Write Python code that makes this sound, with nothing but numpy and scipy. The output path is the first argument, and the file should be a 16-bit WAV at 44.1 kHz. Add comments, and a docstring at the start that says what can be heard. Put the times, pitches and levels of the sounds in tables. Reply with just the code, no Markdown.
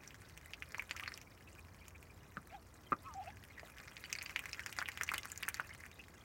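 """Coop floor at night: two ducks dabble in a shallow puddle.
Bills pop, snap and spray as decaying bursts; sips are narrow hisses with a rising whistle.
Stirred water is a crowd of tiny bubbles, louder the harder it is stirred.
Between two bouts: low clucks and a low plop or footstep from ringing modes, and thin gliding whines.
Background: shaped noise for rumble and hiss, plus wavering sine lines for a quiet hum."""
import sys
import numpy as np
from scipy import signal
from scipy.fft import rfft, irfft
from scipy.io import wavfile
from scipy.ndimage import map_coordinates

SR = 44100
rng = np.random.default_rng(int(sys.argv[2]) if len(sys.argv) > 2 else 0)


def file_out(sig):
    """Save sig as 16-bit WAV at sys.argv[1]."""
    # one column per channel
    cols = np.atleast_2d(sig).T
    # limit, then scale
    lim = np.clip(cols, -1, 1)
    pcm = np.round(lim * 32767).astype(np.int16)
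    wavfile.write(sys.argv[1], SR, pcm)


N = 275170

# clear bill clicks in water: start_s, pop_hz, pop_db, snap_db, spray_db
BILL_CLICKS = [(0.0762, 2020, -66, -50, -58), (0.1445, 1690, -54, -63, -64),
               (0.3759, 2450, -52, -58.5, -51), (0.459, 1950, -53.5, -78, -52.5),
               (0.5354, 2640, -43, -52, -62), (0.6235, 2200, -40.5, -67, -69),
               (0.7209, 1790, -56.5, -55.5, -56), (0.7458, 1970, -39.5, -63, -63),
               (0.7824, 1080, -47, -52.5, -56), (0.7954, 2300, -35.5, -73, -73),
               (0.8226, 1920, -48, -71, -53), (0.9107, 2330, -36.5, -44.5, -54),
               (0.9647, 1920, -48, -50, -55), (0.9763, 2330, -49, -70, -70),
               (0.9976, 2200, -41.5, -61, -55), (1.0309, 1250, -52, -60, -61),
               (1.0365, 2610, -43, -69, -64), (1.0604, 2240, -46, -66, -70),
               (1.0778, 1750, -39, -47.5, -77), (1.1197, 1920, -46, -62, -60),
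               (1.1403, 2420, -66, -47, -83), (1.176, 2680, -53, -53, -51), (1.215, 2270, -58, -56, -58),
               (1.8817, 2440, -59, -56, -51), (2.028, 2380, -58.5, -69, -56),
               (2.4724, 1690, -60, -69, -56.5), (3.1387, 1310, -62, -54.5, -78),
               (3.4387, 2730, -56.5, -65, -65), (3.596, 2120, -49, -57.5, -82),
               (3.784, 2600, -54, -60, -63), (3.8014, 1690, -53, -59, -73), (3.881, 2050, -51, -59, -82),
               (3.9676, 2450, -49, -52.5, -89), (4.0398, 2000, -46.5, -52.5, -74),
               (4.128, 2480, -38.5, -36.5, -41.5), (4.1525, 2230, -42.5, -48.5, -66),
               (4.1866, 2200, -45, -44, -68), (4.213, 2430, -46.5, -58, -73), (4.2194, 2240, -44, -53, -69),
               (4.2263, 2210, -58, -52.5, -45), (4.2613, 2500, -43.5, -52, -65),
               (4.2956, 2360, -44.5, -58, -58), (4.3612, 2220, -32, -46, -62),
               (4.3922, 2490, -40, -60, -43), (4.457, 2050, -42, -53.5, -53),
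               (4.531, 2480, -43.5, -42, -55), (4.5944, 2000, -39.5, -54.5, -60),
               (4.662, 1810, -40.5, -43.5, -46.5), (4.694, 1450, -51, -56, -74),
               (4.7268, 2620, -46, -54, -46), (4.7873, 1650, -34.5, -40, -55),
               (4.8162, 1510, -37, -67, -74), (4.8252, 1780, -39.5, -68, -51),
               (4.8582, 2750, -43, -70, -75), (4.887, 2080, -37, -53, -44.5),
               (4.918, 2600, -52, -53.5, -58), (4.9747, 2380, -42.5, -65, -49),
               (5.0116, 1830, -32.5, -54, -49), (5.0343, 1620, -43.5, -39.5, -38.5),
               (5.0908, 2250, -32.5, -50, -76), (5.117, 1300, -36, -55, -46),
               (5.1381, 1350, -37.5, -51, -39), (5.143, 2090, -36.5, -43.5, -75),
               (5.1808, 2900, -40, -46, -37), (5.2323, 2650, -52, -49.5, -65),
               (5.2552, 1400, -44, -54, -46), (5.3183, 2000, -53.5, -44.5, -43),
               (5.3765, 2280, -59, -44, -45), (5.4268, 1790, -43.5, -69, -42),
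               (5.4321, 2430, -37.5, -46, -73), (5.4817, 1700, -35.5, -66, -61),
               (5.4871, 2330, -41.5, -43, -30), (5.5434, 1840, -45, -41.5, -45.5),
               (5.5978, 1450, -32.5, -76, -69), (5.671, 1830, -69, -62, -56),
               (5.749, 1920, -52, -61, -58.5), (5.8376, 1910, -48.5, -78, -76),
               (5.8632, 2080, -53, -74, -54)]
# water squeezed through the bill: start_s, resonance_hz, level_db (before sip trim)
BILL_SIPS = [(0.051, 2070, -61), (0.953, 1320, -52), (1.029, 1200, -51), (1.082, 4340, -48),
             (1.272, 2290, -59.5), (1.479, 2610, -57.5), (1.591, 2410, -54.5), (1.819, 2310, -58.5),
             (1.957, 2326, -56), (2.104, 2420, -59), (2.244, 2470, -66), (2.506, 2410, -60),
             (2.873, 3170, -61), (3.065, 2550, -59), (3.278, 2620, -55.5), (3.508, 2160, -55),
             (3.582, 1895, -48.5), (4.051, 2970, -52), (4.051, 4500, -55), (4.105, 2180, -58),
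             (4.262, 4650, -50.5), (5.572, 1930, -50), (5.709, 2054, -48.5), (6.001, 2630, -48.5)]
# clucking pulses, and last a low plop or footstep played by the same ringing modes:
# start_s, upper_hz, upper_db, upper_t60_s, lower_hz, lower_db (upper: throat, lower: chest in a cluck)
CLUCKS_AND_PLOP = [(2.3701, 1440, -21, 0.0057, 200, -37), (2.3751, 1290, -34.5, 0.016, 188, -38),
                   (2.9208, 1213, -18, 0.015, 267, -28.5), (2.9282, 1230, -17, 0.012, 262, -33.5),
                   (3.6318, 666, -34, 0.0083, 302, -52)]
# whining calls, one curve each: time_s, pitch_hz, level_db, harshness_db
WHINE_CURVES = [
    [(2.525, 670, -57, 7), (2.547, 833, -51, 5), (2.585, 668, -64, -4)],
    [(3.05, 1020, -60, 9), (3.075, 1130, -49.5, -9), (3.115, 904, -60.5, 0), (3.14, 891, -63, -1),
     (3.155, 736, -49.5, -9), (3.18, 804, -48, -10), (3.205, 730, -44, -12), (3.225, 860, -53.5, 4),
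     (3.255, 598, -61.5, 10), (3.28, 727, -46, 3), (3.297, 860, -56.5, 8)],
    [(3.058, 1276, -58, -2), (3.082, 1317, -56, -12), (3.135, 1150, -61, 1)],
]
# whine overtones: pitch_multiple, relative_db (before harshness)
WHINE_OVERTONES = [(2, -22), (3, -27), (4, -25)]
# how hard the puddle is stirred: time_s, level_db (reference for nibbles, slosh and fizz)
STIRRING_CURVE = [(0.0, -62.5), (0.52, -67), (0.8, -65.5), (0.97, -58), (1.22, -68), (2.64, -72.5),
                  (3.93, -61), (4.24, -58), (4.57, -58), (5.04, -55.5), (5.13, -51), (5.23, -58),
                  (5.53, -60), (5.67, -59.5), (5.98, -66.5), (6.24, -67)]
# breaking film spectrum: freq_hz, shape_db
SNAP_SPECTRUM = [(1500, -36), (3000, 2), (4500, 5.5), (6000, 6.5), (7200, 15), (9000, -4), (16000, -36)]
# droplet spray spectrum: freq_hz, shape_db
SPRAY_SPECTRUM = [(3000, -70), (7000, -1.5), (9000, 2.5), (11000, -3), (13500, 1), (15200, -3),
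                  (16500, 6.5)]
# background rumble and hiss spectrum: freq_hz, shape_db
AIR_SPECTRUM = [(13, -47), (22, -22), (64, 1.5), (90, -2), (165, -8), (211, -10.5), (319, -12.5),
                (750, -18.5), (1230, -18.5), (2320, -31.5), (3810, -42.5), (5610, -36), (8260, -38.5),
                (14700, -37), (16000, -35.5)]
# hum strength: time_s, level_db (before hum trim)
HUM_CURVE = [(0.0, -63.5), (1.25, -60.5), (1.65, -54), (2.5, -65.5), (3.38, -53.5), (3.62, -68.5),
             (5.15, -58.5), (6.24, -63.5)]
# hum lines: freq_hz, relative_db
HUM_TONES = [(85.3, 4), (104.6, -1.5), (63.5, -23)]
# decay of the coop's short answer: freq_hz, t60_s
COOP_DECAY = [(200, 0.14), (1500, 0.059), (5000, 0.053), (14000, 0.029)]
# upper modes, a cluck's throat: upper_pitch_multiple, relative_db
UPPER_MODES = [(1, 2.5), (1.58, -13.5), (1.95, -23.5), (.72, -22), (.44, -10)]
# lower modes, a cluck's chest: lower_pitch_multiple, relative_db
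LOWER_MODES = [(.66, -4.5), (1, -2), (1.5, -6.5)]
# rasp spectrum: freq_hz, shape_db
RASP_SPECTRUM = [(900, -17), (1500, 6), (2600, 6), (3200, -20), (4200, -11.5), (9000, -27)]
# wet bill resonance: freq_hz, shape_db
BILL_RESONANCE = [(400, -11.5), (900, -6), (1400, -1.5), (2400, -3), (3300, -14.5), (5000, -22),
                  (9000, -19.5)]
# froth spectrum: freq_hz, shape_db
FROTH_SPECTRUM = [(1500, -25), (3000, -1), (4300, -7.5), (6200, 0.5), (8000, -2), (11000, -14),
                  (15500, -1.5)]

LOW_CUT_HZ, TOP_HZ = 38, 16000
# snap pitch at equal spray and pop levels; relatively louder spray snaps higher
SNAP_HZ, SNAP_DB_PER_OCTAVE = 5800, 78
NIBBLES_PER_S, NIBBLE_SCATTER_BEATS = 15, .3
NIBBLE_HZ, NIBBLE_SPREAD_OCTAVES = 2110, 0.21
# relative to the stirring level
NIBBLE_POP_DB, NIBBLE_SNAP_DB, NIBBLE_SPRAY_DB, NIBBLE_SPREAD_DB = 6, -2.5, -0.5, 3
WHINE_JITTER_RATIO = .005
WHINE_FADE_DB_PER_S = 1100  # swell before a call's curve, decay after it
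FIZZ_DB, FIZZ_DB_PER_STIR_DB = -70, 0.59  # level at average stirring, and its growth
CLUMP_DB, CLUMPS_PER_S = 2, 35  # water moves in quick uneven gulps


def clicks(cycles=0.49, snap_s=0.00085, snap_width_hz=900, spray_s=0.0015, grit=0.16,
           lead_db=-19, lead_s=0.0061):
    """A pocket of water pops in the bill for a few cycles; the breaking film snaps and sprays."""
    out, t = np.zeros(N), np.arange(SR // 80) / SR
    rise = 1 - np.exp(-t / .00018)

    def level_start(x):
        """Rms 1 over the first 4.5 ms."""
        return x / np.sqrt(np.mean(x[:SR // 220] ** 2))

    def burst(noise, life_s):
        """Noise with fast rise and exponential decay."""
        return level_start(noise * np.exp(-t / life_s) * rise)

    def white():
        """White noise, one click long."""
        return rng.standard_normal(len(t))

    for s, hz, pop_db, snap_db, spray_db in list(BILL_CLICKS) + nibbles():
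        snap_hz = SNAP_HZ * 2 ** ((spray_db - pop_db) / SNAP_DB_PER_OCTAVE)
        u = t * hz / (cycles * np.exp(0.21 * rng.standard_normal()))
        pop = level_start(u ** 2 * np.exp(-u) * np.sin(2 * np.pi * hz * t))
        bill_grit = grit * burst(coloured(white(), BILL_RESONANCE), life_s=0.0039)
        pop = amp(pop_db) * level_start(pop + bill_grit)
        film_noise = coloured(ringing_noise(t, snap_hz, snap_width_hz), SNAP_SPECTRUM)
        film = amp(snap_db) * burst(film_noise, snap_s)
        # cubing leaves a few separate droplets
        spray = amp(spray_db) * burst(coloured(white() ** 3, SPRAY_SPECTRUM), spray_s)
        add(out, s - .0002, in_coop(pop, wet_db=-7.0))
        add(out, s, in_coop(film + spray, wet_db=-8.0))
        # closing bill squeezes water out just before the pop
        squeeze = amp(pop_db) * ringing_noise(t, hz, width_hz=660)
        squeeze += amp(snap_db - 14) * coloured(white(), SNAP_SPECTRUM)
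        squeeze += amp(spray_db) * coloured(white(), SPRAY_SPECTRUM)
        build_up = (np.exp(-t / lead_s) * rise)[::-1]
        add(out, s - t[-1], amp(lead_db) * squeeze * build_up)
    return out


def nibbles():
    """Faint clicks of steadily working bills, levels following the stirring; columns as BILL_CLICKS."""
    beats = np.arange(int(NIBBLES_PER_S * N / SR))
    late, pitch, pop, snap, spray = np.clip(rng.standard_normal((len(beats), 5)), -2, 2).T
    s = (beats + .5 + NIBBLE_SCATTER_BEATS * late) / NIBBLES_PER_S
    stir_db = np.interp(s, *np.transpose(STIRRING_CURVE))
    pop_hz = NIBBLE_HZ * 2 ** (NIBBLE_SPREAD_OCTAVES * pitch)
    pop_db = stir_db + NIBBLE_POP_DB + NIBBLE_SPREAD_DB * pop
    snap_db = stir_db + NIBBLE_SNAP_DB + NIBBLE_SPREAD_DB * snap
    spray_db = stir_db + NIBBLE_SPRAY_DB + NIBBLE_SPREAD_DB * spray
    return list(zip(s, pop_hz, pop_db, snap_db, spray_db))


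def sips(length_s=0.0047, width_hz=200, tone_db=-1, glide_hz_per_s=9000, trim_db=-0.5):
    """Short narrow hisses of water pressed through the bill's combs, each with a small rising whistle."""
    out, t = np.zeros(N), np.arange(-SR // 30, SR // 30) / SR
    swell = np.exp(-.5 * (t / length_s) ** 2)
    for s, hz, db in BILL_SIPS:
        noise = ringing_noise(t, hz, width_hz)
        whistle = np.sqrt(2) * np.sin(2 * np.pi * (hz + .5 * glide_hz_per_s * t) * t)
        hiss = (noise + amp(tone_db) * whistle) * swell
        hiss *= np.linalg.norm(swell) / np.linalg.norm(hiss)
        add(out, s + t[0], in_coop(amp(db + trim_db) * hiss, wet_db=-10))
    return out


def puddle(slosh_gain_db=-3.0):
    """Stirred water crackles in clumps: larger bubbles blip and ring, smaller fizz and tick, froth hisses."""
    stir_db, = curves(STIRRING_CURVE)
    stir_db = stir_db + CLUMP_DB * wobble(CLUMPS_PER_S)
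    slosh_db = stir_db + slosh_gain_db
    fizz_db = FIZZ_DB + FIZZ_DB_PER_STIR_DB * (stir_db - stir_db.mean())
    blips = bubbles(rate_per_s=330, centre_hz=1950, spread=.25, cycles=1, spread_db=4)
    plips = bubbles(rate_per_s=45, centre_hz=2150, spread=.18, cycles=3.5, spread_db=3)
    slosh = .65 * blips + .55 * plips + .55 * crackle(rate_per_s=220, spread_db=5)
    fizz = bubbles(rate_per_s=230, centre_hz=5100, spread=.22, cycles=1.5, spread_db=5)
    ticks = bubbles(rate_per_s=80, centre_hz=10000, spread=.25, cycles=.6, spread_db=6)
    froth = coloured(rng.standard_normal(N), FROTH_SPECTRUM) * amp(2.5 * wobble(60))
    fine = .65 * fizz + .55 * ticks + .45 * froth
    return in_coop(amp(slosh_db) * slosh + amp(fizz_db) * fine, wet_db=-6.0)[:N]


def bubbles(rate_per_s, centre_hz, spread, cycles, spread_db):
    """Tiny bursting bubbles at random moments, each with its own pitch, life and size; rms 1."""
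    start, draws = rng.random(4000), np.clip(rng.standard_normal((4000, 3)), -2, 2)
    n = int(np.clip(rate_per_s * N / SR, 1, len(start)))
    pitch, life, size = draws[:n].T[:, :, None]
    k = np.arange(SR // 90)
    turns = np.minimum(centre_hz * np.exp(spread * pitch), SR / 2) * k / SR
    u = turns / (cycles * np.exp(.4 * life))
    grains = amp(spread_db * size) * u * np.exp(-u) * np.sin(2 * np.pi * turns)
    where = (start[:n, None] * N).astype(int) + k
    return unit(np.bincount(where.ravel(), grains.ravel(), N)[:N])


def crackle(rate_per_s, spread_db):
    """Random tiny impacts of uneven size, ringing in the wet bill; rms 1."""
    chance, size = rng.random(N), rng.standard_normal(N)
    gain = amp(spread_db * np.clip(size, -2, 2))
    impacts = (chance < rate_per_s / SR) * gain * rng.choice([-1, 1], N)
    return coloured(impacts, BILL_RESONANCE)


def clucks_and_plop(lower_t60_s=0.026, onset_s=0.00084, rasp_db=-20):
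    """Clucks ring throat (upper) and chest (lower) modes; a low plop or footstep rings the same modes."""
    out, t = np.zeros(N), np.arange(SR // 15) / SR
    onset = 1 - np.exp(-t / onset_s)

    def ring(hz, t60_s):
        """One decaying mode."""
        return np.sin(2 * np.pi * hz * t) * amp(-60 * t / t60_s) * onset

    for s, hz, db, t60_s, lower_hz, lower_db in CLUCKS_AND_PLOP:
        upper = sum(amp(level) * ring(k * hz, t60_s) for k, level in UPPER_MODES)
        lower = sum((-1) ** i * amp(level) * ring(k * lower_hz, lower_t60_s)
                    for i, (k, level) in enumerate(LOWER_MODES))
        rasp_noise = coloured(rng.standard_normal(len(t)), RASP_SPECTRUM)
        rasp = amp(rasp_db - 60 * t / t60_s) * onset * rasp_noise
        add(out, s, in_coop(amp(db) * (upper + rasp) + amp(lower_db) * lower, wet_db=-11))
    return out


def whines(rasp_db=-22):
    """Thin gliding calls; harshness adds overtones and pitch-pulsed rasp; calls may overlap."""
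    out, t = np.zeros(N), np.arange(N) / SR
    for call in WHINE_CURVES:
        hz, db, harsh_db = curves(call)
        phase = 2 * np.pi * np.cumsum(hz * (1 + WHINE_JITTER_RATIO * wobble(200))) / SR
        overtones = sum(amp(level) * np.sin(round(k) * phase) for k, level in WHINE_OVERTONES)
        rasp = amp(rasp_db) * coloured(rng.standard_normal(N), RASP_SPECTRUM) * (1 + np.cos(phase))
        tone = np.sqrt(2) * (np.sin(phase) + amp(harsh_db) * (overtones + rasp))
        outside_s = np.abs(t - np.clip(t, call[0][0], call[-1][0]))
        out += tone * amp(db + 0.64 * wobble(120) - WHINE_FADE_DB_PER_S * outside_s)
    return in_coop(out, wet_db=-15)[:N]


def night(air_db=-60.5, hum_trim_db=-8.0):
    """Steady rumble and hiss from shaped noise; hum from sines wavering in level and phase."""
    air = amp(air_db) * coloured(rng.standard_normal(N), AIR_SPECTRUM)
    t = np.arange(N) / SR
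    hum = sum(amp(db + 0.75 * wobble(2.8)) * np.sin(2 * np.pi * hz * t + 0.55 * wobble(4))
              for hz, db in HUM_TONES)
    return air + amp(curves(HUM_CURVE)[0] + hum_trim_db) * hum


def in_coop(x, wet_db):
    """Sound plus a short noise tail for floor and walls, drawn anew on every call."""
    hz, t, z = signal.stft(rng.standard_normal(SR // 6), SR, nperseg=128)
    decay = amp(-60 * t / along(COOP_DECAY, hz)[:, None])
    tail = signal.istft(z * decay, SR, nperseg=128)[1]
    # tail starts 2 ms after the direct sound
    response = np.pad(tail / np.linalg.norm(tail) * amp(wet_db), (SR // 500, 0))
    response[0] = 1
    return signal.fftconvolve(x, response)


def ringing_noise(t, hz, width_hz):
    """Noise in one resonance, at rms 1."""
    f = np.fft.rfftfreq(len(t), 1 / SR)
    resonance = 1 + ((f - hz) / width_hz) ** 2
    return unit(irfft(rfft(rng.standard_normal(len(t))) / resonance, len(t)))


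def coloured(x, spectrum):
    """x shaped by (freq_hz, shape_db) points, at rms 1."""
    gain = amp(along(spectrum, np.fft.rfftfreq(len(x), 1 / SR)))
    return unit(irfft(rfft(x) * gain, len(x)))


def wobble(knots_per_s):
    """A smooth random curve through normal draws."""
    knots = rng.standard_normal(int(N * knots_per_s / SR) + 4)
    return map_coordinates(knots, [np.arange(N) * knots_per_s / SR])


def curves(rows):
    """One value per sample for each column after the time."""
    s, *cols = np.transpose(rows)
    return [np.interp(np.arange(N) / SR, s, c) for c in cols]


def along(points, hz):
    """Interpolate (freq_hz, value) points on a log frequency axis."""
    f, v = np.transpose(points)
    return np.interp(np.log(hz + 1), np.log(f + 1), v)


def amp(db):
    """Decibels to gain."""
    return 10 ** (np.asarray(db) / 20)


def unit(x):
    """x at rms 1."""
    return x / np.sqrt(np.mean(x ** 2) + 1e-20)


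def add(track, s, sound):
    """Mix a sound into the track at time s."""
    i = int(np.clip(round(s * SR), 0, N))
    track[i:i + len(sound)] += sound[:N - i]


def scene():
    """Sum of all layers, one channel."""
    return (clicks() + sips() + puddle() + clucks_and_plop() + whines() + night())[None]


def record(dry):
    """Thin the lowest bass; keep nothing from the band limit up."""
    hz = np.fft.rfftfreq(N, 1 / SR)
    low_cut = hz ** 2 / np.sqrt(hz ** 4 + LOW_CUT_HZ ** 4)
    return irfft(rfft(dry) * low_cut * (hz < TOP_HZ), N)


dry = scene()
out = record(dry)
file_out(out)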